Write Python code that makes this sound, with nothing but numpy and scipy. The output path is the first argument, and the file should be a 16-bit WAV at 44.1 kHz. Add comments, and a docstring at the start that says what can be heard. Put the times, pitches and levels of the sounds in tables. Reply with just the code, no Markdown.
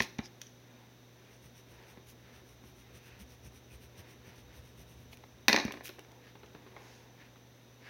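"""A sharp knock as a pencil is picked up from a wooden desk in a small room; then a line is written.
Paper fibres catch and slip under the lead while hand and sleeve brush the notebook. The pencil drops,
bounces and rolls to rest, ringing with the desk. A plastic pen clicks in the fingers and taps the
page. Mains hum, a low drone, a faint whir and hiss lie underneath."""
import sys
import numpy as np
from scipy import signal
from scipy.fft import rfft, irfft
from scipy.io import wavfile

SR = 44100
rng = np.random.default_rng(int(sys.argv[2]) if len(sys.argv) > 2 else 0)


def transcribe(signal):
    """Save signal, clipped to [-1, 1], as a 16-bit WAV file at the path in sys.argv[1]."""
    frames = np.atleast_2d(signal).T
    limited = np.clip(frames, -1, 1)
    pcm = np.round(limited * 32767).astype(np.int16)
    wavfile.write(sys.argv[1], SR, pcm)


N = 347949
T = np.arange(N) / SR

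# Background hiss. Each row: frequency in Hz, relative level in dB.
HISS_SPECTRUM = [(21, -41), (35, -13), (65, -6), (92, -14), (123, -10), (167, -7), (251, -7), (488, -10),
                 (1260, -20.5), (2920, -22.5), (3680, -20), (4870, -28.5), (5980, -20.5), (7340, -38.5),
                 (15800, -29)]
# Narrow bands of whir. Each row: centre in Hz, width in Hz, level in dB.
WHIR_BANDS = [(245.6, 12, -70.5), (376, 13, -73.5), (489.9, 6.8, -74), (3752, 52, -77.5), (6040, 55, -77.5)]
# Low drone. Each row: time in seconds, level in dB.
DRONE_LEVELS = [(.9, -85), (1.6, -70), (3.3, -61.5), (4.1, -71.5), (4.7, -58), (6.2, -72), (7.0, -68),
                (7.9, -78)]
# Room decay. Each row: frequency in Hz, T60 in seconds.
ROOM_DECAY = [(150, 0.79), (500, 0.35), (2200, 0.4), (4000, 0.41), (7000, 0.38), (15000, 0.36)]

# Dull rub of the hand. Each row: frequency in Hz, relative level in dB.
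RUB_SPECTRUM = [(150, -21), (380, 3), (650, -2.5), (950, 1.5), (1300, -18.5), (2500, -15), (16000, -79)]
# Bright rustle of hand on paper. Each row: frequency in Hz, relative level in dB.
RUSTLE_SPECTRUM = [(400, -22), (1200, -1), (1750, 5), (2600, 1), (3300, -5.5), (5000, -7.5), (6200, -17),
                   (7500, -24), (16000, -28)]
# Hand moves. Each row: middle in seconds, half-length in seconds, rub in dB, rustle in dB.
HAND_SHIFTS = [(0.772, .22, -66, -70.5), (1.26, 0.17, -85, -67), (1.823, 0.23, -63, -64),
               (2.32, 0.18, -70, -64), (2.913, 0.18, -78, -67.5), (3.12, 0.15, -69, -63.5),
               (4.04, 0.23, -65, -65), (4.306, 0.16, -66, -63), (4.535, 0.1, -68, -64.5),
               (6.14, 0.13, -63, -73), (6.27, 0.087, -73, -61), (6.615, 0.41, -68, -70),
               (6.85, 0.27, -61.5, -64), (7.05, 0.19, -64.5, -70), (7.232, 0.12, -66.5, -63),
               (7.89, 0.12, -64, -56)]
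# Barrel or fingertips sliding on paper.
# Each row: middle in seconds, half-length in seconds, level in dB, rasp centre in Hz, width in Hz.
PAPER_SLIDES = [(.004, 0.071, -41.5, 4700, 3000), (0.255, 0.034, -53.5, 5150, 500),
                (.422, 0.024, -59, 3240, 3020), (2.097, .05, -59, 9550, 12200),
                (3.085, 0.17, -67, 2590, 200), (3.72, .05, -67, 2470, 200),
                (5.133, 0.034, -61, 9900, 12000), (5.133, .015, -56, 3020, 1000),
                (5.861, 0.036, -47.5, 9900, 14600), (6.463, .008, -59.5, 3700, 1000),
                (6.826, .08, -62.5, 970, 150), (6.918, 0.21, -65, 5230, 2480),
                (7.215, 0.037, -61, 1760, 220), (7.882, 0.037, -56, 1720, 300)]

# Tip on the padded page. Each row: start in seconds, level in dB, hollow ring in dB.
PAGE_TAPS = [(.0036, -28, -33.5), (.1893, -29.5, -45), (1.973, -46, -61), (2.638, -55, -61),
             (5.2392, -52, -62), (5.74, -39, -60), (5.894, -38.5, -65), (5.989, -41.5, -66),
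             (6.354, -44.5, -58), (6.4328, -41.5, -56), (6.549, -39.5, -75), (6.665, -43.5, -56),
             (6.765, -43, -44), (7.358, -48.5, -67)]
# Dull tap. Each row: frequency in Hz, relative level in dB.
TAP_SPECTRUM = [(100, -1.5), (260, 1), (400, 6), (620, -2), (850, -5), (1130, -6), (1500, -6.5),
                (2200, -8.5), (3100, -17), (4000, -11.5), (7000, -52), (16000, -61)]
# Barrel standing on its tip. Each row: frequency in Hz, relative level in dB, T60 in seconds.
HOLLOW_MODES = [(853, 0, 0.026), (1068, -4, 0.054), (2105, -2, 0.037)]
# Barrel clicking in the fingers. Each row: start in seconds, level in dB, cut-off in Hz, ring in dB.
FINGER_CLICKS = [(0.022, -23, 14000, -40), (0.031, -26, 16000, -46), (0.1854, -27.5, 4000, -49),
                 (0.258, -31.5, 4500, -57), (0.4162, -25.5, 9050, -42), (0.468, -45, 6000, -51),
                 (5.172, -40.5, 14000, -65), (5.651, -28, 12000, -45.5), (5.7223, -25.5, 11000, -54),
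                 (5.852, -36, 18000, -67), (5.856, -27.5, 16000, -59), (5.873, -29.5, 14000, -63),
                 (5.8802, -31, 18000, -60), (5.892, -32, 18000, -64), (5.902, -41, 18000, -70),
                 (5.9932, -34.5, 12000, -69), (6.118, -46, 13900, -68)]
# Hard click. Each row: frequency in Hz, relative level in dB.
CLICK_SPECTRUM = [(300, -44), (1400, -3.5), (2000, 4.5), (3000, 6), (4600, -2.5), (5900, 1.5), (6600, 1),
                  (7700, -13), (9400, -5.5), (11000, -3.5), (15500, -2.5)]
# Short ring of the barrel. Each row: frequency in Hz, relative level in dB, T60 in seconds.
BARREL_MODES = [(5760, 3, 0.022), (5870, -4, 0.026), (6180, 2, 0.019)]

# Single blows on the desk; a finger on the barrel keeps the ring low.
# Each row: start in seconds, level in dB, cut-off in Hz, thump in dB, relative ring in dB.
DESK_BLOWS = [(.0036, -9.5, 3500, -24, -32), (0.0202, -26, 6000, -31.5, 7), (.1893, -26.5, 2460, -22, -4),
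              (1.974, -51, 1200, -44, 3), (2.638, -50, 1000, -54, -18), (5.132, -38, 6000, -58, -3),
              (5.2382, -30.5, 1200, -66, -31), (5.4923, -13.5, 9000, -31.5, 5),
              (5.600, -20.5, 7000, -41, -12), (5.651, -44, 1600, -21, -2), (5.892, -28.5, 1600, -53, 5),
              (5.985, -33, 1210, -63, -15), (6.048, -39, 1600, -74, -16)]
# Tip, barrel and far end landing in one bounce.
# Each row: delay in seconds, level in dB, cut-off in Hz, thump in dB, relative ring in dB.
LANDING_BLOWS = [(0, -6, 17200, -32, -6), (.003, -10.5, 3500, -57, 8), (.015, -5.5, 2000, -27.5, 2)]
# Crack of a hard contact. Each row: frequency in Hz, relative level in dB.
CRACK_SPECTRUM = [(60, -38), (250, 1), (420, 0), (1000, 2), (1400, -5), (1800, 7.5), (2450, 5),
                  (3100, -5.5), (3900, 4), (5200, -1), (6300, 0), (7500, -28.5), (11000, -18.5),
                  (16000, -39)]
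# Ring of pencil and desk. Each row: frequency in Hz, relative level in dB, T60 in seconds.
WOOD_MODES = [(390, -30, .08), (570, -29, .2), (715, -33, .18), (909, -31, .2), (1071, -35, .16),
              (1734, -26, .15), (1761, -25, .16), (1953, -25, .15), (2005, -27, .15), (2215, -24, .2),
              (2390, -26, .17), (2450, -23, .19), (2507, -25, .2), (2590, -28, .2), (3666, -27, .14),
              (3791, -22, .14), (3877, -26, .14), (4115, -24, .12), (4449, -27, .12), (4790, -29, .11),
              (5283, -28, .11), (5491, -28, .1), (6030, -27, .09), (6260, -29, .07)]
# Flex of the desk top. Each row: frequency in Hz, relative level in dB, T60 in seconds.
FLEX_MODES = [(86, -23, 0.029), (147, -10.5, 0.038), (220.4, -3, 0.056), (248, -4.5, 0.03),
              (367, -7, 0.022)]

# Pencil strokes, up and down in turn. Each row: middle in seconds, pressure in dB.
PENCIL_STROKES = [(1.337, -6), (1.452, -0.5), (1.58, -0.5), (1.72, -4.5), (1.904, -1.5), (2.365, -3.5),
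                  (2.5, -4), (2.674, -4), (2.797, -3.5), (2.964, 2), (3.067, -1.5), (3.212, 4.5),
                  (3.32, -1.5), (3.46, 3), (3.561, -2), (3.735, 0.5), (3.84, -.5), (3.993, 3.5),
                  (4.109, -.5), (4.285, -3), (4.384, -2), (4.573, -1), (4.669, -5), (4.803, 0.5),
                  (4.91, -3.5), (5.007, -7)]
# Lead on paper. Each row: frequency in Hz, relative level in dB.
SCRATCH_SPECTRUM = [(300, -13), (1000, -8), (1700, -6), (2600, 4), (4800, -6.5), (5900, 6.5), (7400, -17),
                    (9000, -1), (11000, -7.5), (13000, -3.5), (16000, -8.5)]
# Desk rumble under a stroke. Each row: frequency in Hz, relative level in dB.
RUMBLE_SPECTRUM = [(35, -53), (60, 14.5), (100, 12), (190, 8), (300, -8.5), (500, -2.5), (1200, -31),
                   (4000, -53)]
# The hand leans harder along the line. Each row: time in seconds, rumble gain in dB.
HAND_LEAN = [(1.4, -4), (2.96, -3), (3.2, 2), (4.0, 2.5), (4.8, 3.5)]
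# Lowest sway of the desk. One row: centre in Hz, width in Hz, gain in dB.
DESK_SWAY = (63.5, 7.9, 1.2)


def from_db(db):
    """Decibels to gain."""
    return 10 ** (np.asarray(db) / 20)


def rms_one(x):
    """Scale to unit rms."""
    return x / np.sqrt(np.mean(x ** 2) + 1e-20)


def at_hz(points, hz):
    """Interpolate a table over log frequency."""
    points_hz, values = np.transpose(points)
    return np.interp(np.log(hz + 1e-3), np.log(points_hz), values)


def through(x, response):
    """Convolve, keeping the input length."""
    return signal.fftconvolve(x, response)[:len(x)]


def add(out, start_s, sound):
    """Mix a sound in at start_s."""
    start = max(round(start_s * SR), 0)
    out[start:start + len(sound)] += sound[:N - start]


def resonance(x, hz, width_hz):
    """Single resonance, unit peak gain."""
    return signal.lfilter(*signal.iirpeak(hz, hz / width_hz, fs=SR), x + 1e-18)


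def pulse(spectrum, size=4096):
    """Minimum-phase pulse with this spectrum, unit peak."""
    gain = from_db(at_hz(spectrum, np.fft.rfftfreq(size, 1 / SR)))
    cepstrum = irfft(np.log(gain))
    cepstrum[1:size // 2] *= 2
    cepstrum[size // 2 + 1:] = 0
    shape = irfft(np.exp(rfft(cepstrum)))
    return shape / np.abs(shape).max()


def noise(spectrum):
    """Coloured noise, unit rms."""
    gain = from_db(at_hz(spectrum, np.fft.rfftfreq(N, 1 / SR)))
    return rms_one(irfft(rfft(rng.standard_normal(N)) * gain, N))


def noise_band(hz, width_hz):
    """Narrow-band noise, unit rms."""
    return rms_one(resonance(rng.standard_normal(N), hz, width_hz))


def background(hum_hz=120.3, hum_db=-62, hiss_db=-61.5):
    """Mains hum, a swelling low drone, faint whir and hiss."""
    hum = from_db(hum_db) * np.sqrt(2) * np.sin(2 * np.pi * hum_hz * T)
    drone = from_db(np.interp(T, *np.transpose(DRONE_LEVELS))) * noise_band(hz=65, width_hz=17)
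    whir = sum(from_db(db) * noise_band(hz, width_hz) for hz, width_hz, db in WHIR_BANDS)
    return hum + drone + whir + from_db(hiss_db) * noise(HISS_SPECTRUM)


def room(x, wet_db=-8.5, build_s=.0015, bands=10):
    """Reflections build fast and decay by band; the bass lasts longest."""
    t, tail = T[:SR], 0
    edges_hz = np.geomspace(80, 17000, bands + 1)
    for low_hz, high_hz in zip(edges_hz, edges_hz[1:]):
        bandpass = signal.butter(2, [low_hz, high_hz], "band", fs=SR, output="sos")
        t60_s = at_hz(ROOM_DECAY, np.sqrt(low_hz * high_hz))
        tail += signal.sosfilt(bandpass, rng.standard_normal(SR)) * from_db(-60 * t / t60_s)
    tail *= 1 - np.exp(-t / build_s)
    return from_db(wet_db) * through(x, tail / np.linalg.norm(tail))


def friction(spectrum, slips_per_s, spread_db, size=N):
    """Paper fibres catch and let go in dense, uneven slips; unit rms."""
    slips = (rng.random(size) < slips_per_s / SR) * rng.choice([-1, 1], size)
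    strengths = from_db(spread_db * np.minimum(rng.exponential(1, size), 4))
    return rms_one(through(slips * strengths, pulse(spectrum)))


def swell(t, half_s):
    """Speed of a move: rises to 1 at t = 0, then falls."""
    return np.cos(np.pi / 2 * np.clip(t / half_s, -1, 1)) ** 2


def sliding():
    """Barrel or fingertips rasp over the paper, one band per slide."""
    slips = friction(CLICK_SPECTRUM, slips_per_s=9000, spread_db=2.5)
    out = np.zeros(N)
    for middle_s, half_s, db, hz, width_hz in PAPER_SLIDES:
        rasp = rms_one(resonance(slips, hz, min(width_hz, SR / 3)))
        out += from_db(db) * swell(T - middle_s, half_s) * rasp
    return out


def hand_brushing(resting_rub_db=-74.5, resting_rustle_db=-72.5):
    """The hand rubs and rustles on the page: never quite still, louder as it shifts."""
    rub_gain, rustle_gain = from_db(resting_rub_db), from_db(resting_rustle_db)
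    for middle_s, half_s, rub_db, rustle_db in HAND_SHIFTS:
        speed = swell(T - middle_s, half_s)
        rub_gain = np.hypot(rub_gain, from_db(rub_db) * speed)
        rustle_gain = np.hypot(rustle_gain, from_db(rustle_db) * speed)
    rub = rub_gain * noise(RUB_SPECTRUM)
    return rub + rustle_gain * friction(RUSTLE_SPECTRUM, slips_per_s=6000, spread_db=3)


def contact(spectrum, chatter_db, chatter_t60_s, rise_s=.0006):
    """One sharp touch, then brief decaying chatter."""
    t = T[:SR // 3]
    chatter = rng.standard_normal(len(t)) * from_db(-60 * t / chatter_t60_s)
    chatter /= np.linalg.norm(chatter)
    force = from_db(chatter_db) * chatter * np.minimum(t / rise_s, 1)
    force[0] += 1
    return through(force, pulse(spectrum))


def soften(x, cut_hz):
    """A softer contact lasts longer and loses treble: two-pole low-pass."""
    pole = np.exp(-2 * np.pi * cut_hz / SR)
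    return signal.lfilter([(1 - pole) ** 2], [1, -2 * pole, pole * pole], x)


def ringing(t, modes, vary_db, vary_turns, rise_s=.0004):
    """Decaying sines; weights and phases vary with where the blow lands."""
    hz, db, t60_s = np.transpose(modes)[:, :, None]
    weight = from_db(db + vary_db * rng.standard_normal(db.shape))
    phase = 2 * np.pi * (hz * t + vary_turns * rng.uniform(-.69, 1, db.shape))
    partials = weight * from_db(-60 * t / t60_s) * np.sin(phase)
    return partials.sum(axis=0) * np.minimum(t / rise_s, 1)


def page_taps(rebound_s=.01, rebound_db=-12.5):
    """The tip hits the padded page and rebounds once; the barrel rings hollow."""
    out, t = np.zeros(N), T[:SR // 10]
    for start_s, db, ring_db in PAGE_TAPS:
        for delay_s, gain_db in (0, 0), (rebound_s, rebound_db):
            tap = contact(TAP_SPECTRUM, chatter_db=8, chatter_t60_s=.045)
            add(out, start_s + delay_s, from_db(db + gain_db - .5) * tap)
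        add(out, start_s, from_db(ring_db) * ringing(t, HOLLOW_MODES, vary_db=1, vary_turns=.1))
    return out


def finger_clicks(barrel_ring):
    """The barrel clicks in the fingers and rings briefly."""
    out = np.zeros(N)
    for start_s, db, cut_hz, ring_db in FINGER_CLICKS:
        click = contact(CLICK_SPECTRUM, chatter_db=3.5, chatter_t60_s=.0063)
        add(out, start_s, from_db(db + 2.5) * soften(click, cut_hz))
        add(out, start_s, from_db(ring_db) * barrel_ring)
    return out


def bounces(drop_s=5.4824, first_flight_s=.0469, restitution=.71, count=4):
    """Start in seconds and loss in dB of each bounce: flights shrink, losses grow."""
    k = np.arange(count)
    starts_s = drop_s + first_flight_s * (1 - restitution ** k) / (1 - restitution)
    losses_db = 2 * k ** 1.84
    return zip(starts_s, losses_db)


def tip_clicks(barrel_ring, click_db=-10.5, step_db=-16, ring_db=-31):
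    """The dropped pencil's tip clicks at each bounce and rings the barrel."""
    out = np.zeros(N)
    for k, (start_s, loss_db) in enumerate(bounces()):
        click = contact(CLICK_SPECTRUM, chatter_db=8, chatter_t60_s=.022)
        add(out, start_s, from_db(click_db + step_db * k) * click)
        add(out, start_s, from_db(ring_db - loss_db) * barrel_ring)
    return out


def bounce_blows(soft_hz=2000, hardness_kept=.74, tilt_kept=.93):
    """Each landing is weaker, softer and flatter, so the ends hit closer in time; rows as DESK_BLOWS."""
    rows = []
    for k, (start_s, loss_db) in enumerate(bounces()):
        for delay_s, db, cut_hz, thump_db, ring_db in LANDING_BLOWS:
            hit_s = start_s + delay_s * tilt_kept ** k
            softened_hz = soft_hz + (cut_hz - soft_hz) * hardness_kept ** k
            rows.append((hit_s, db - loss_db, softened_hz, thump_db - loss_db, ring_db))
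    return rows


def roll_blows(start_s=5.68, facet_s=.0283, slowing=1.085, cut_hz=1300, far_end_s=.004, far_end_db=-8):
    """The pencil tips over five facets, slower and weaker, far end last; rows as DESK_BLOWS."""
    rows = []
    for k in range(5):
        db, thump_db, ring_db = -19 - 2.5 * k, -34 - 16 * k, 0
        rows.append((start_s, db, cut_hz, thump_db, ring_db))
        rows.append((start_s + far_end_s, db + far_end_db, cut_hz, thump_db + far_end_db, ring_db))
        start_s += facet_s * slowing ** k
    return rows


def desk_thumps(blows, rise_s=.0013):
    """Blows flex the desk top; the heavy board takes a moment to move."""
    out, t = np.zeros(N), T[:SR // 5]
    for start_s, _, _, thump_db, _ in blows:
        flex = ringing(t, FLEX_MODES, vary_db=.5, vary_turns=.03)
        add(out, start_s, from_db(thump_db) * flex * (1 - np.exp(-t / rise_s)))
    return out


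def desk_knocks(blows):
    """Barrel on wood: a crack, then ringing modes. Returns direct sound and room feed."""
    direct, room_feed, t = np.zeros(N), np.zeros(N), T[:SR // 3]
    for start_s, db, cut_hz, _, ring_db in blows:
        ring = from_db(ring_db - 10.5) * ringing(t, WOOD_MODES, vary_db=3, vary_turns=.53)
        crack = contact(CRACK_SPECTRUM, chatter_db=6.5, chatter_t60_s=.013)
        knock = from_db(db) * soften(crack + ring, cut_hz)
        add(direct, start_s, knock)
        add(room_feed, start_s, from_db(.54 * ring_db) * knock)   # blows that ring less sound drier
    return direct, room_feed


def writing(lead_db=-61.5, drag_db=-69, down_rumble_db=-55, up_rumble_db=-66, vary_db=1.5):
    """Lead scratches, hand drags, desk rumbles; firm strokes are louder and quicker."""
    scratch, shake, size = np.zeros(N), np.zeros(N), SR // 5
    t = T[:size] - T[size // 2]
    for k, (middle_s, pressure_db) in enumerate(PENCIL_STROKES):
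        start_s = middle_s + t[0]
        speed = swell(t, half_s=.052 * from_db(-.55 * pressure_db))
        colour = [(hz, db + vary_db * rng.standard_normal()) for hz, db in SCRATCH_SPECTRUM]
        lead = from_db(lead_db) * friction(colour, slips_per_s=2900, spread_db=1.5, size=size)
        drag = from_db(drag_db) * friction(RUSTLE_SPECTRUM, slips_per_s=6000, spread_db=1.5, size=size)
        add(scratch, start_s, from_db(pressure_db) * speed * (lead + drag))
        lean_db = np.interp(middle_s, *np.transpose(HAND_LEAN))
        rumble_db = (down_rumble_db if k % 2 else up_rumble_db) + pressure_db + lean_db
        rumble = friction(RUMBLE_SPECTRUM, slips_per_s=1500, spread_db=-1, size=size)
        add(shake, start_s, from_db(rumble_db) * speed ** 2 * rumble)
    sway_hz, width_hz, sway_db = DESK_SWAY
    return scratch + shake + from_db(sway_db) * resonance(shake, sway_hz, width_hz)


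def scene():
    """Knocks, clicks and taps excite the room; the rest stays dry. Mono."""
    blows = DESK_BLOWS + bounce_blows() + roll_blows()
    knocks, room_feed = desk_knocks(blows)
    barrel_ring = ringing(T[:SR // 10], BARREL_MODES, vary_db=1, vary_turns=.1)
    touches = finger_clicks(barrel_ring) + tip_clicks(barrel_ring) + page_taps()
    impacts = knocks + touches + room(room_feed + touches) + desk_thumps(blows)
    return (impacts + writing() + sliding() + hand_brushing() + background())[None]


def record(dry):
    """Microphone band limits: no deep bass, steep cut at the top."""
    highpass = signal.butter(6, 50, "high", fs=SR, output="sos")
    lowpass = signal.ellip(10, .1, 80, 15900, fs=SR, output="sos")
    return signal.sosfilt(lowpass, signal.sosfilt(highpass, dry))


dry = scene()
out = record(dry)
transcribe(out)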